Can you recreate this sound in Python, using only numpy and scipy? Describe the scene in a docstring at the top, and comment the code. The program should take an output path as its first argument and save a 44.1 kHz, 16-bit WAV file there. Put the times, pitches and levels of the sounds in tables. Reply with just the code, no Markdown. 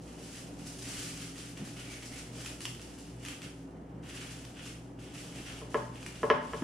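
"""Cling wrap on a baking tray

Film is peeled open, stretched and tucked round a metal tray in a tiled kitchen. It rustles with
countless tiny buckles and a few sharp snaps; at the end the tray knocks on the stone counter.
A fridge hums and the cook moves about. A camera with two close microphones stands across the counter."""
import sys
import numpy as np
from scipy import signal
from scipy.fft import rfft, irfft, next_fast_len
from scipy.io import wavfile

SR = 44100
rng = np.random.default_rng(int(sys.argv[2]) if len(sys.argv) > 2 else 0)


def digitize_waveform(pressure):
    """Quantize a signal to 16-bit integers and store it at the path in sys.argv[1].

    Rows of a 2-D input are taken as channels; values are limited to [-1, 1].
    """
    field = np.atleast_2d(pressure).T
    bounded = np.clip(field, -1, 1)
    quanta = np.round(bounded * 32767).astype(np.int16)
    wavfile.write(sys.argv[1], SR, quanta)


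N = 292471
T = np.arange(N) / SR
CONTROL_T = T[::32]


def undb(db):
    """Decibels to gain."""
    return 10 ** (np.asarray(db) / 20)


def unit_rms(x):
    """Scale to rms 1."""
    return x / np.sqrt(np.mean(x ** 2))


def curves(table):
    """Interpolate (time, values...) rows to one curve per value column."""
    times_s, *columns = np.transpose(table)
    return [np.interp(T, times_s, column) for column in columns]


def at_hz(points, hz):
    """Read (frequency, value) points on a log-frequency axis."""
    points_hz, values = np.transpose(points)
    return np.interp(np.log(np.maximum(hz, 1)), np.log(points_hz), values)


def colour(x, eq, size=8192):
    """Minimum-phase filter through (frequency [Hz], gain [dB]) points."""
    gain = undb(at_hz(eq, np.fft.rfftfreq(size, 1 / SR)))
    cepstrum = irfft(np.log(gain))
    cepstrum[1:size // 2] *= 2
    cepstrum[size // 2 + 1:] = 0
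    response = irfft(np.exp(rfft(cepstrum)))
    return np.apply_along_axis(signal.oaconvolve, -1, x, response)[..., :x.shape[-1]]


def decay(t, t60_s):
    """Exponential decay, 60 dB down at t60_s."""
    return np.exp(-np.log(1000) * t / t60_s)


def wander(rate_hz):
    """Random curve with a spread near 1."""
    knots_s = np.arange(0, T[-1] + 2 / rate_hz, 1 / rate_hz)
    return np.interp(T, knots_s, rng.standard_normal(len(knots_s)))


def add(track, time_s, sound):
    """Mix a sound into a track."""
    start = int(time_s * SR)
    track[start:start + len(sound)] += sound[:max(N - start, 0)]


# Stereo width: (frequency [Hz], side minus mid [dB])
WIDTH = [(60, -11.5), (250, -15.5), (500, -6), (1000, 1.5), (2000, -4), (4000, -3), (12000, 3)]

def diffuse_noise(size):
    """Noise from all directions: alike at both microphones in the bass, unrelated in the treble."""
    hz = np.fft.rfftfreq(size, 1 / SR)
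    mid, side = rng.standard_normal((2, size))
    side = irfft(rfft(side) * undb(at_hz(WIDTH, hz)), size)
    return np.array([mid + side, mid - side])


# Kitchen decay: (frequency [Hz], t60 [s])
ROOM_T60 = [(150, 1.14), (500, 0.4), (1200, 0.5951), (3000, 0.42), (7000, 0.4843), (14000, 0.53)]

def kitchen_tail(build_s=0.0006):
    """Reverberation with unit mid energy; each octave dies at its own rate."""
    t = T[:SR * 2 // 3]
    spectrum = rfft(diffuse_noise(len(t)))
    hz = np.fft.rfftfreq(len(t), 1 / SR)
    octaves_hz = np.geomspace(125, 16000, 8)
    tail = 0
    for centre_hz, weights in zip(octaves_hz, np.eye(len(octaves_hz))):
        band = irfft(spectrum * at_hz(np.c_[octaves_hz, weights], hz), len(t))
        tail += band * decay(t, at_hz(ROOM_T60, centre_hz))
    tail *= 1 - np.exp(-t / build_s)
    return tail / np.sqrt(np.sum(tail.mean(axis=0) ** 2))


def in_room(x, tail, wet_db, pan_db=0):
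    """Panned direct sound plus reverberation."""
    direct = x * undb([[pan_db / 2], [-pan_db / 2]])
    return direct + undb(wet_db) * signal.fftconvolve(x[None], tail)[:, :N]


# Mains and motor tones: (frequency [Hz], level [dB], unsteadiness [0-1])
HUM_TONES = [(59.7, -56.5, 0.33), (120.9, -53.5, 0.72), (165.8, -55.5, 0.8), (270.1, -58, 1),
             (287, -58.5, 0.54), (380.6, -65, 0.9), (461.3, -69, 0), (506.6, -68.5, 0), (2800, -81.5, 0.4),
             (3070, -86, 0.4)]
# Fan air: (frequency [Hz], gain [dB])
FAN_EQ = [(25, -37), (45, -24), (70, -13), (95, -3.5), (135, -3.5), (200, 1), (230, -2), (275, 2),
          (340, -3), (440, -9.5), (800, -13.5), (1050, -20.5), (2000, -28), (9000, -63)]

def fridge(flutter_hz=13, fan_db=-50.5, flicker_db=1.44):
    """Tones waver in strength and phase over softly flickering fan noise."""
    hum = 0
    for hz, db, unrest in HUM_TONES:
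        flutter = wander(flutter_hz) + 1j * wander(flutter_hz)
        phasor = (1 + unrest * flutter) / np.hypot(1, unrest)
        hum += np.sqrt(2) * undb(db) * np.real(phasor * np.exp(2j * np.pi * hz * T))
    noise = diffuse_noise(next_fast_len(N, real=True))[:, :N]
    air = unit_rms(colour(noise, FAN_EQ))
    return hum + air * undb(fan_db + flicker_db * wander(8))


# Turns, steps and leans: (centre [s], half length [s], relative level [dB])
MOVES = [(.7, 0.68, -53.5), (1.723, 0.13, -59), (2.245, 0.48, -53), (4.192, 0.89, -57.5), (5.35, 0.53, -54),
         (6.55, 0.48, -54)]
# Rubbing: (frequency [Hz], gain [dB])
RUB_EQ = [(25, -18), (70, -10), (150, -0.5), (260, -2), (500, -3.5), (900, -13.5), (3000, -46.5)]

def shuffle(gain_db=-2, uneven_db=2):
    """The cook's clothes and feet rub dully, swelling and ebbing with each move."""
    power = 0
    for centre_s, half_s, db in MOVES:
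        move = undb(db) * np.exp(-((CONTROL_T - centre_s) / half_s) ** 2)
        power += move ** 2
    envelope = np.interp(T, CONTROL_T, np.sqrt(power))
    rubbing = unit_rms(colour(rng.standard_normal(N), RUB_EQ))
    return rubbing * envelope * undb(gain_db + uneven_db * wander(25))


# Thuds: (time [s], level [dB], pitch [Hz], t60 [s])
BUMPS = [(1.599, -36, 168, 0.21), (1.619, -37, 208, 0.15), (3.287, -56, 170, 0.17),
         (5.4, -37.5, 180, 0.057), (6.619, -28.5, 200, 0.064)]

def bumps():
    """Soft, low thuds of the cook moving about."""
    out, t = np.zeros(N), T[:SR // 3]
    for time_s, db, hz, t60_s in BUMPS:
        band = signal.butter(2, [hz / 1.21, hz * 1.5], "bandpass", fs=SR, output="sos")
        burst = rng.standard_normal(len(t)) * decay(t, t60_s)
        makeup_gain = np.sqrt(SR / 2 / hz)
        add(out, time_s, undb(db) * makeup_gain * signal.sosfilt(band, burst))
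    return out


# Early reflections: (delay [s], gain [linear])
ECHOES = [(.0047, 0.17), (.0069, 0.047), (0.0122, .3), (0.0204, 0.031)]

def echoed(x):
    """Add the first reflections from counter and cupboards."""
    out = x.copy()
    for delay_s, gain in ECHOES:
        add(out, delay_s, gain * x)
    return out


# Tray on counter: (time [s], strength [dB], contact corner [Hz])
KNOCKS = [(5.616, -22.5, 640), (5.7443, -8, 1400), (6.2316, -6.5, 1000), (6.301, -3, 2370),
          (6.534, -18, 1830), (6.622, -24, 1430)]

def tray_blows(low_cut_hz=85):
    """Contact pulses of the tray on the counter, each with its own strength and sharpness."""
    blows, t = np.zeros(N), T[:SR // 2]
    for time_s, db, corner_hz in KNOCKS:
        pulse = t * np.exp(-2 * np.pi * corner_hz * t)
        add(blows, time_s, undb(db) * pulse / pulse.sum())
    low_cut = signal.butter(2, low_cut_hz, "highpass", fs=SR, output="sos")
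    return signal.sosfilt(low_cut, blows)  # the blows carry almost no deep bass


# Contact clack: (frequency [Hz], gain [dB])
CLACK_EQ = [(100, -9.5), (300, -3.5), (700, -0.5), (1000, 0), (1400, 1.5), (1900, 0), (2500, -5.5),
            (3300, -6), (4200, -14.5), (5600, -8), (8000, -26), (14000, -65)]

def tray_clack(blows, gain_db=14, contact_db=4, dense_db=-27, t60_s=0.043):
    """Metal meets stone: an impulse, then dense, heavily damped modes."""
    t = T[:SR // 2]
    response = undb(dense_db) * rng.standard_normal(len(t)) * decay(t, t60_s)
    response[0] = undb(contact_db)
    return undb(gain_db) * colour(signal.fftconvolve(blows, response)[:N], CLACK_EQ)


# Tray modes, damped by dough: (frequency [Hz], relative level [dB], t60 [s])
TRAY_MODES = [(128, -24.5, 0.27), (164, -29, 0.14), (245.4, -20, 0.18), (363.5, -15, 0.22), (431, -5, 0.12),
              (456.3, -3, 0.11), (567.4, -14.5, 0.28), (603.7, -13.5, 0.39), (888, -23.5, 0.5),
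              (1012, -0.5, 0.075), (1060, -6, 0.06), (1092, -10, 0.31), (1124, -17, 0.3),
              (1230, -18, 0.086), (1336, -11, 0.037), (1673, -2, 0.042), (1950, -21, 0.02),
              (3000, -8.5, 0.057), (3110, -14, 0.046)]

def tray_ring(blows, gain_db=-11):
    """Every blow rings the same modes; a softer contact leaves out the high ones."""
    modes, t = 0, T[:SR // 2]
    for k, (hz, db, t60_s) in enumerate(TRAY_MODES):
        sign = (-1) ** k  # neighbours swing in opposition: close pairs swell, then cancel
        modes += sign * undb(db) * np.sin(2 * np.pi * hz * t) * decay(t, t60_s)
    return undb(gain_db) * signal.fftconvolve(blows, modes)[:N]


# Pull on the film: (time [s], pitch [Hz], relative level [dB])
STRETCH = [(1.72, 3000, -78), (1.78, 2850, -60), (1.85, 2400, -53), (1.93, 2120, -52), (2.0, 2134, -56.5),
           (2.08, 2115, -57), (2.22, 2076, -58), (2.36, 2050, -76)]

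def stretch(gain_db=-6.5, waver_hz=180, rough_db=4.5):
    """Taut film slips through the fingers and sings with a faint, wandering rasp."""
    pitch_hz, level_db = curves(STRETCH)
    phase = 2 * np.pi * np.cumsum(pitch_hz + waver_hz * wander(1200)) / SR
    pulling = (T > STRETCH[0][0]) & (T < STRETCH[-1][0])
    return pulling * np.sin(phase) * undb(level_db + gain_db + rough_db * wander(120))


# Snaps and the rustle they stir: (time [s], relative snap level [dB], rustle [dB], slackness [dB])
SNAPS = [(1.358, -47, -53.5, -1), (1.574, -49, -52, 2), (1.768, -50, -46, 1.5), (2.031, -44, -48, -3),
         (2.448, -43, -53, 2), (2.461, -36.5, -48.5, -3), (2.6062, -40.5, -48, -4.5),
         (2.6498, -40, -54, -11), (2.654, -32, -50.5, -9), (2.7495, -47, -75, -3.5),
         (2.796, -49.5, -64, -2), (2.986, -54, -53.5, -4), (3.2508, -39, -56, 13.5),
         (3.261, -40.5, -58.5, 16), (3.285, -36, -64, 1), (3.419, -44, -52.5, 2.5),
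         (4.451, -45.5, -57, 0.5), (4.656, -50, -49, 1.5), (5.464, -53, -57, 14), (6.029, -44.5, -59, -3),
         (6.0636, -38.5, -50.5, -3.5)]
# Snap spectrum: (frequency [Hz], gain [dB])
SNAP_EQ = [(300, -6), (1200, 9), (2300, 11), (3000, 16), (3900, 5.5), (5500, 7.5), (10000, 1),
           (12000, -4), (15500, -27)]

def snaps(gain_db=-4, click_db=14, t60_s=0.015):
    """Clinging layers let go: one sharp click, then a brief flurry of small ones."""
    out, t = np.zeros(N), T[:SR // 20]
    for time_s, db, _, _ in SNAPS:
        flurry = rng.standard_normal(len(t)) * decay(t, t60_s)
        flurry[0] = undb(click_db)
        add(out, time_s, undb(db + gain_db) * flurry)
    return colour(out, SNAP_EQ)


def swell(start_s, rise_s, hold_s, fall_db_per_s):
    """Control-rate gain: ease in, hold, die away."""
    age_s = CONTROL_T - start_s
    attack = np.sin(np.pi / 2 * np.clip(age_s / rise_s, 0, 1)) ** 2
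    return attack * undb(-fall_db_per_s * np.maximum(age_s - rise_s - hold_s, 0))


# Hands gather, spread and tuck: (start [s], rise [s], hold [s], rustle [dB], slackness [dB])
STROKES = [(0.0, 0.0033, 0.24, -62, -3), (0.12, 0.21, 0.049, -50, -2.5), (0.4, 0.041, 0.2, -62.5, 0),
           (0.55, 0.08, 0.14, -54.5, -4), (0.649, 0.3, 0.14, -46.5, -2.5), (1.12, 0.063, 0.057, -49, -2),
           (1.32, 0.06, 0.099, -53, -2), (1.62, 0.037, 0.05, -54, -1.5), (1.81, 0.076, 0.047, -52, -0.5),
           (2.08, 0.051, 0.068, -52.5, -1), (2.25, 0.14, 0.057, -52.5, -1), (2.7, 0.094, 0.1, -59, -0.5),
           (2.98, .05, 0.18, -67.5, 0.5), (3.14, 0.13, .03, -53.5, 1.5), (3.53, 0.034, 0.016, -65, -3),
           (3.99, 0.12, .12, -53, 3), (4.25, 0.043, 0.11, -56.5, 0.5), (4.52, 0.056, 0.027, -58.5, 7.5),
           (4.602, 0.027, 0.017, -56, -1), (4.95, 0.088, 0.018, -58.5, 4.5), (5.08, 0.094, 0.026, -50.5, 1),
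           (5.26, 0.088, 0.23, -56, 2), (5.68, 0.045, 0.065, -57, 0), (5.88, 0.08, 0.086, -59, 2),
           (6.1, 0.057, 0.087, -56.5, -0.5), (6.36, .09, 0.19, -58, 2)]

def handling(strain_s=0.033, lag_s=0.005, rest_db=-77, rest_slack_db=0.5):
    """Rustle level and power-weighted slackness in dB; slackness favours wide folds over fine ones."""
    stirs = []
    for start_s, rise_s, hold_s, db, slack_db in STROKES:
        stroke = swell(start_s, rise_s, hold_s, fall_db_per_s=135.5)
        stirs.append((undb(db) * stroke, slack_db))
    for time_s, _, db, slack_db in SNAPS:  # crackle builds under strain, peaks just after the snap
        crackle = swell(time_s + lag_s - strain_s, strain_s, hold_s=0, fall_db_per_s=221)
        stirs.append((undb(db) * crackle, slack_db))
    stirs.append((undb(rest_db), rest_slack_db))  # film left alone still ticks
    power = sum(gain ** 2 for gain, _ in stirs)
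    mean_slack_db = sum(gain ** 2 * slack_db for gain, slack_db in stirs) / power
    return curves(np.c_[CONTROL_T, 10 * np.log10(power), mean_slack_db])


def buckles(rate_per_s, scatter_db=4.5, limit_db=24):
    """Folds buckle as random clicks, many small and a few large; rms 1."""
    fires = rng.random(N) < rate_per_s / SR
    size = undb(np.minimum(scatter_db * rng.standard_normal(N), limit_db))
    sign = rng.choice([-1, 1], N)
    return unit_rms(fires * size * sign / np.sqrt(rate_per_s))


def film_clicks(peak_rate_per_s=2600, fine_db=-2.5, wide_db=1.5, patchy_db=3.5):
    """Faster handling buckles more folds a second; slack film sounds duller than taut film."""
    level_db, slack_db = handling()
    rate_per_s = peak_rate_per_s * undb(0.5 * (level_db - level_db.max()))
    envelope = undb(level_db + patchy_db * wander(110))  # folds give way in small avalanches
    fine = envelope * buckles(rate_per_s) * undb(fine_db)
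    wide = envelope * buckles(rate_per_s) * undb(wide_db + slack_db)
    return fine, wide


# Fine, bright folds: (frequency [Hz], gain [dB])
FINE_FOLD_EQ = [(400, -39), (1200, -12.5), (2500, -25), (3900, -0.5), (5400, 2), (7500, -0.5),
                (10200, -2.5), (11500, -12), (14300, -20), (15500, -35)]
# Wide, dull folds: (frequency [Hz], gain [dB])
WIDE_FOLD_EQ = [(300, -2.5), (700, -27), (1200, -3.5), (1600, -1), (2200, -0.5), (2900, 2.5), (3350, 1),
                (3900, -9), (7000, -27.5), (14000, -68)]

def film_rustle(tails, wet_db=5.5):
    """Buckles lie all over the sheet; each patch is heard mostly through its own reflections."""
    patch = rng.integers(len(tails), size=N)
    rustle = 0
    for clicks, eq in zip(film_clicks(), (FINE_FOLD_EQ, WIDE_FOLD_EQ)):
        spread = sum(in_room(clicks * (patch == k), tail, wet_db) for k, tail in enumerate(tails))
        rustle += colour(spread, eq)
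    return rustle


def scene():
    """Film, tray and cook share one room, over the hum of the fridge."""
    tails = [kitchen_tail() for _ in range(4)]
    film = film_rustle(tails)
    film += in_room(snaps(), tails[0], wet_db=-0.5)
    film += in_room(stretch(), tails[1], wet_db=3)
    blows = tray_blows()
    tray = in_room(echoed(tray_clack(blows)), tails[2], wet_db=-3, pan_db=1)
    tray += in_room(echoed(tray_ring(blows)), tails[1], wet_db=-8.5)
    cook = in_room(bumps() + shuffle(), tails[3], wet_db=-9.5)
    return fridge() + cook + tray + film


def record(dry, cutoff_hz=15650):
    """The camera cuts the top treble steeply."""
    low_pass = signal.ellip(8, 0.2, 70, cutoff_hz, fs=SR, output="sos")
    return signal.sosfilt(low_pass, dry)


dry = scene()
out = record(dry)
digitize_waveform(out)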